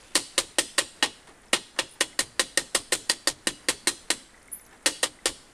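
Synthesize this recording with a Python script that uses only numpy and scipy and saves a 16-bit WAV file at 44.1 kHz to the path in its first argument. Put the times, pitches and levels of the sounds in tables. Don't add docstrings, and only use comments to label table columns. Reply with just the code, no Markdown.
import sys
import numpy as np
from scipy import signal
from scipy.fft import rfft, irfft
from scipy.io import wavfile

SR = 44100
rng = np.random.default_rng(int(sys.argv[2]) if len(sys.argv) > 2 else 0)


def how_loud(loudness_db):
    steps = np.asarray(loudness_db, float) / 20
    return 10 ** steps


def generate_wav(sig):
    pcm = np.round(np.clip(np.atleast_2d(sig).T, -1, 1) * 32767).astype(np.int16)
    wavfile.write(sys.argv[1], SR, pcm)


N = 243873
BITE_S = 0.005
SQUARE_LEAD_S = 0.0008


def at_hz(points, hz):
    table_hz, values = np.transpose(points)
    return np.interp(np.log(hz), np.log(table_hz), values)


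def coloured(x, spectrum):
    hz = np.maximum(np.fft.rfftfreq(len(x), 1 / SR), 1)
    return irfft(rfft(x) * how_loud(at_hz(spectrum, hz)), len(x))


def rms_one(x):
    return x / np.sqrt(np.mean(x ** 2) + 1e-20)


def rings(hz, t60, seconds):
    t = np.arange(int(seconds * SR)) / SR
    decay = how_loud(-60 * np.outer(1 / np.maximum(t60, 0.004), t))
    return np.sin(2 * np.pi * np.outer(hz, t)) * decay


def add(out, sound, s, peak_db):
    i = int(s * SR)
    piece = sound[:N - i]
    out[i:i + len(piece)] += piece * how_loud(peak_db) / np.max(np.abs(sound))


# t/s, peak level/dB, skid/s, edge-on/dB (brightening by the spoon's edge), clang/dB (drive of the strong mode)
JABS = [(0.154, -9, 0.0059, 0, -3.5), (0.379, -10, 0.0085, 0.5, -1.5), (0.585, -9.5, 0.0017, 1.5, -0.5),
        (0.782, -10, 0.0069, -2, 2), (1.026, -8.5, 0.0091, -6, 1.5), (1.532, -8, 0.0062, -4.5, 1.5),
        (1.789, -13.5, 0.0039, -6, 3), (2.008, -10, 0.0017, -1, 0.5), (2.191, -10.5, 0.007, 2.5, -2),
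        (2.395, -7.5, 0.005, 0.5, -0.5), (2.574, -7, 0.0034, 1, 0.5), (2.749, -10.5, 0.0077, 0.5, -3),
        (2.923, -11.5, 0.01, 2.5, 1.5), (3.097, -9, 0.0058, 0.5, -2), (3.273, -11, 0.0086, 2, -7),
        (3.471, -10.5, 0.0012, -1, 1.5), (3.686, -9.5, 0.0072, 0, 0), (3.872, -11.5, 0.0095, 1.5, -1.5),
        (4.103, -10.5, 0.0046, 1, 0.5), (4.86, -10.5, 0.0077, -0.5, 1), (5.031, -10.5, 0.01, -1.5, 0.5),
        (5.257, -11, 0.0077, -0.5, -1.5)]
GRAZES = {0.154: .0045, 0.782: .0035, 1.532: .0033, 1.789: .0033, 2.008: .0033, 2.749: .0028, 2.923: .0024,
          3.097: .0045, 5.031: .0028}


def jabs():
    out = np.zeros(N)
    for s, peak_db, skid_s, edge_db, clang_db in JABS:
        lead_s = next((lead for at, lead in GRAZES.items() if abs(at - s) < 0.01), SQUARE_LEAD_S)
        add(out, jab(skid_s, edge_db, clang_db, lead_s), s - BITE_S, peak_db + 4.5)
        add(out, rocking(), s, peak_db - 34 + rng.normal(0, 2.4))
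    return out


# f/Hz, level/dB, t60/s
PAN_MODES = [(263, -6, .06), (338, 2, .06), (385, -5, .05), (505, -3, .06), (535, 3, .07), (588, -2, .06),
             (800, -8, .05), (1040, -2, .05), (1213, -8, .05), (1570, -8, .045), (1856, 11, .045),
             (2091, 0, .045),
             (2644, 0.5, 0.015), (2869, 0, 0.039), (3270, -28, 0.1), (3360, -11, 0.17), (3854, -1.5, 0.042),
        (4093, -1.5, 0.085), (4691, 8.5, 0.017), (4637, -3.5, 0.025), (8100, -12.5, 0.057)]
# f/Hz, level/dB, slope/(dB per dB edge-on), slope/(dB per dB clang)
LANDING = [(434, -1.5, 0.08, 0.4), (1020, -1, -0.58, 0.06), (1760, -4, 0.5, 1), (2830, 3, -0.34, 0.7),
           (4410, -0.04, 0, 0), (8500, -4.5, 1, 0.5)]


def jab(skid_s, edge_db, clang_db, lead_s):
    under_spoon = (3485 * 2 ** (0.33 * edge_db), -5.5 - edge_db, 0.08)
    hz, level_db, t60 = np.transpose(PAN_MODES + [under_spoon])
    thud_db = 350 * (skid_s - 0.008)
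    spot = [(f, db + per_edge * edge_db + per_clang * clang_db + (f < 500) * thud_db)
            for f, db, per_edge, per_clang in LANDING]

    chance_db, sign = rng.normal(0, 2.2, len(hz)), rng.choice([-1, 1], len(hz))
    spread = np.append(np.full(len(hz) - 1, 0.006), 0.101)
    hz = hz * np.exp(spread * rng.standard_normal(len(hz)))
    strength = how_loud(level_db + at_hz(spot, hz) + chance_db) * sign
    longest_s = np.where(hz > 3000, 0.14, 0.06)
    modes = rings(hz, np.minimum(t60, longest_s), 0.2 - BITE_S)
    chatter = rng.standard_normal(900)
    clear = signal.fftconvolve(strength @ modes, skid(skid_s, chatter))[:modes.shape[1]]

    band_hz, bands = crowd(skid_s, 0.73, lead_s)
    lump = np.arange(bands.shape[1]) / SR / 0.002475
    rattle_db = 2.5 * np.interp(lump, np.arange(len(chatter)), chatter)
    sparse_db = -13 / (1 + (band_hz / 1100) ** 4)
    sound = how_loud(at_hz(spot, band_hz) + sparse_db) @ (bands * how_loud(rattle_db))
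    sound[-len(clear):] += how_loud(-15.5) * clear
    return signal.sosfilt(signal.butter(4, 215, "high", fs=SR, output="sos"), sound)


def skid(seconds, chance):
    t = np.arange(len(chance)) / SR
    force = 0.03 * chance * np.exp(-t / max(seconds, 0.001))
    force[0] = 1
    return force


# f/Hz, level/(dB per Hz)
CROWD = [(71, -46), (120, -15), (326, 9), (684, 0), (819, 3.5), (1550, -1), (1860, 1.5), (2370, -7),
         (3330, -6.5), (6310, -9), (9040, -2), (13000, -25), (14300, -27)]
# f/Hz, t60/s
CROWD_T60 = [(200, 0.22), (530, 0.15), (1390, 0.089), (3680, 0.11), (9700, 0.086)]


def crowd(skid_s, graze_share, lead_s):
    t = np.arange(int(0.2 * SR)) / SR
    hz = 125 * 2 ** np.arange(0, 7, 1 / 3)
    column_hz = hz[:, None]
    bins = np.maximum(np.fft.rfftfreq(len(t), 1 / SR), 1)
    share = np.cos(np.pi / 2 * np.clip(3 * np.log2(bins / column_hz), -1, 1)) ** 2
    noise = rfft(rng.standard_normal(len(t)))
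    bands = irfft(noise * share * how_loud(at_hz(CROWD, bins)), len(t))

    graze_start = BITE_S - lead_s
    rise = np.clip(0.55 + (t - graze_start) / lead_s, 0, 1) * (t > graze_start)
    graze = graze_share * rise / (1 + (5600 / column_hz) ** 5.6)
    since = np.maximum(t - BITE_S, 0)
    crack = 1 + 1.8 * np.exp(-since / 0.0012)
    bite = (1 - np.exp(-since * column_hz * 0.31)) * crack
    decay = how_loud(-60 * np.maximum(since - skid_s, 0) / at_hz(CROWD_T60, hz)[:, None])
    return hz, bands * (graze + bite) * decay


def rocking():
    t = np.arange(int(0.15 * SR)) / SR
    slide_s = 0.0362 * how_loud(rng.normal(0, 3.01))
    hz = 45 + 260 * np.exp(-t / slide_s)
    rough = np.interp(t, np.arange(20) / 120, 1 + 0.9 * rng.standard_normal(20))
    slide = rough * np.sin(2 * np.pi * np.cumsum(hz) / SR + 2 * np.pi * rng.random())
    jolt = 0.91 * np.sin(2 * np.pi * 28 * t)
    return (slide + jolt) * t * np.exp(-t / 0.02)


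# t/s, peak level/dB
TOUCHES = [(1.272, -38), (1.288, -40), (1.307, -48), (1.433, -48), (1.762, -36), (1.774, -38), (1.957, -47),
           (4.079, -46), (4.709, -46), (4.728, -44), (4.745, -48), (4.806, -50)]


def touches():
    out = np.zeros(N)
    for s, peak_db in TOUCHES:
        hz, bands = crowd(0.004, 0.1, SQUARE_LEAD_S)
        treble_db = -5 * np.log2(1 + (hz / 2600) ** 2)
        bass_db = -3 * np.log2(1 + (900 / hz) ** 2)
        add(out, how_loud(treble_db + bass_db) @ bands, s - BITE_S, peak_db)
    return out


# t/s, peak level/dB
JINGLES = [
    (4.516, -35),
    (4.525, -24),
    (4.536, -33),
    (4.548, -33),
    (4.575, -43),
    (4.61, -44),
    (4.66, -50),
]
# f/Hz, level/dB, t60/s
BANGLE = [(9850, -6, 0.1), (10320, -1, 0.085), (10030, 3, 0.13), (10500, -5, 0.1), (12270, 0, .13),
          (12650, -12, .06)]
# t/s, peak level/dB
PRESSED_JINGLES = [
    (1.8896, -46),
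    (1.9101, -41.5),
    (1.9344, -46),
]
# f/Hz, level/dB, t60/s
PRESSED_BANGLE = [(9300, -6, .07), (9460, 0, .12), (9700, -5, .07), (10200, -5, .09), (12000, -12, .1)]


def bangle(clinks, modes):
    hz, level_db, t60 = np.transpose(modes)
    out, t = np.zeros(N), np.arange(int(0.4 * SR)) / SR
    for s, peak_db in clinks:
        waver = [np.interp(t, np.arange(100) / 260, 1 + 0.8 * rng.standard_normal(100)) for _ in hz]
        ringing = rings(hz, t60, 0.4) * waver * (1 - np.exp(-t / 0.0011))
        strength = how_loud(level_db + rng.normal(0, 6.5, len(hz)))
        add(out, strength @ ringing, s, peak_db)
    return out


# t/s, peak level/dB, f/Hz
POPS = [(2.13, -45, 2070), (3.054, -57, 1900), (3.8472, -59, 1860), (4.2114, -49, 1940),
        (4.2936, -52, 1940), (4.344, -46, 1990), (4.3766, -50, 1930), (4.414, -55, 2120),
        (4.4837, -43.5, 2140), (4.5605, -54, 2240), (4.5984, -50, 2100), (4.7104, -56, 1530),
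        (4.7262, -45, 1770), (4.7465, -51, 1690), (4.808, -54, 1780), (5.1891, -43.5, 2010)]


def pops():
    out = np.zeros(N)
    for s, peak_db, hz in POPS:
        ring = rings([hz], np.array([0.03]), 0.06)[0]
        add(out, np.convolve(ring, np.hanning(9)), s, peak_db + 1.5)
    return out


# t/s, peak level/dB, f/Hz
SPITS = [(1.2785, -50, 9300), (1.2944, -49, 9340), (1.3394, -55, 4560), (1.4182, -50, 9200),
         (1.4566, -50, 8930), (1.483, -49, 5670), (4.2344, -48, 4600), (4.3194, -65, 4100),
         (4.3754, -60, 8290), (4.3844, -57, 5950), (4.4288, -45, 9350), (4.4573, -50, 8700),
         (4.478, -43, 9050), (4.4194, -51, 5130), (4.595, -48, 6150), (4.6114, -50, 7930),
         (4.6518, -47, 6540), (4.6644, -48, 5920), (4.6924, -52, 7350), (4.7444, -56, 8200),
         (4.7755, -52, 4950), (4.8, -53, 7880), (4.8279, -50, 8500)]


def spits():
    out = np.zeros(N)
    for s, peak_db, hz in SPITS:
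        puff = rng.standard_normal(260) * np.hanning(260)
        ring = rings([hz], np.array([14 / hz]), 0.01)[0]
        add(out, np.convolve(ring, puff), s - 0.002, peak_db + 0.5)
    return out


# f/Hz, t60/s
ROOM_T60 = [(120, 0.34), (300, 0.2), (1000, 0.27), (4000, 0.52), (8000, 0.48), (13000, 0.11)]
# f/Hz, level/dB under the direct sound
ROOM_DB = [(120, -8), (300, -10), (1000, -25.5), (2000, -32), (4000, -21.5), (8000, -21), (13000, -7.5)]


def room(x):
    t, tail = np.arange(int(0.7 * SR)) / SR, 0
    for hz in 125 * 2. ** np.arange(8):
        edges = [hz / np.sqrt(2), min(hz * np.sqrt(2), 0.45 * SR)]
        band = signal.butter(2, edges, "band", fs=SR, output="sos")
        noise = signal.sosfilt(band, rng.standard_normal(len(t)))
        tail = tail + noise * how_loud(at_hz(ROOM_DB, hz) - 60 * t / at_hz(ROOM_T60, hz))
    build = 1 - np.exp(-t / 0.017)
    return signal.fftconvolve(x, 0.067 * tail * build)[:N]


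# f/Hz, level/(dB per Hz)
FIRE = [(20, 5), (60, 0), (130, -5.5), (250, -0.5), (500, -4.5), (1000, -7), (2000, -7), (2800, -17.5),
        (5000, -22.5), (9500, -15), (11500, -27), (13500, -17), (14500, -30)]
# t/s, level/dB
SIMMER = [(0.0, -55.5), (0.5, -59), (1.02, -61), (1.31, -70), (1.91, -65), (2.26, -66), (2.97, -63),
          (4.1, -63), (4.77, -71), (5.05, -69), (5.53, -63)]


def fire():
    s, sizzle_db = np.transpose(SIMMER)
    t = np.arange(N) / SR
    murmur_db = -54 + 0.033 * (sizzle_db + 49)
    flutter_db = 1.3 * np.interp(t, np.arange(200) / 25, rng.standard_normal(200))
    murmur = rms_one(coloured(rng.standard_normal(N), FIRE))
    murmur = murmur * how_loud(np.interp(t, s, murmur_db) + flutter_db)

    struck = rng.random(N) < 2500 / SR
    size_db = 2.5 * np.minimum(rng.exponential(1, N), 4)
    grains = struck * how_loud(size_db) * rng.choice([-1, 1], N)
    pitches, dealt = np.geomspace(2600, 10500, 10), rng.integers(0, 10, N)
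    shapes = rings(pitches, 22 / pitches, 0.02)
    sizzle = sum(signal.oaconvolve(grains * (dealt == k), shape)[:N] for k, shape in enumerate(shapes))
    sizzle = rms_one(sizzle) * how_loud(np.interp(t, s, sizzle_db))
    dull = signal.butter(6, 11500, fs=SR, output="sos")
    return signal.sosfilt(dull, murmur + sizzle)


def port_difference(mid):
    side, edges = 0, np.geomspace(4700, 14000, 8)
    for low, high in zip(edges, edges[1:]):
        band = signal.sosfilt(signal.butter(4, [low, high], "band", fs=SR, output="sos"), mid)
        patch = rng.random(130) < 0.22 + 0.3 * (low > 9500)
        restless = patch.repeat(10) * rng.standard_normal(1300)
        side = side + band * np.interp(np.arange(N) / SR, np.arange(1300) / 215, restless)
    return how_loud(-7) * side


def scene():
    near = jabs() + touches() + pops() + spits()
    near += bangle(JINGLES, BANGLE) + bangle(PRESSED_JINGLES, PRESSED_BANGLE)
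    moving = np.interp(np.arange(N) / SR, np.arange(900) / 150, rng.standard_normal(900))
    mid = near + room(near * (0.39 + 0.86 * moving)) + fire()
    side = port_difference(mid)
    return np.array([mid + side, mid - side])


def top_cut(x):
    return signal.sosfilt(signal.butter(12, 15400, fs=SR, output="sos"), x)


def record(dry):
    rounded = 0.86 * np.tanh(dry / 0.91)
    steep = signal.cheby2(10, 17, 14100, fs=SR, output="sos")
    mix = signal.sosfilt(steep, rounded)
    return top_cut(mix)


dry = scene()
out = record(dry)
generate_wav(out)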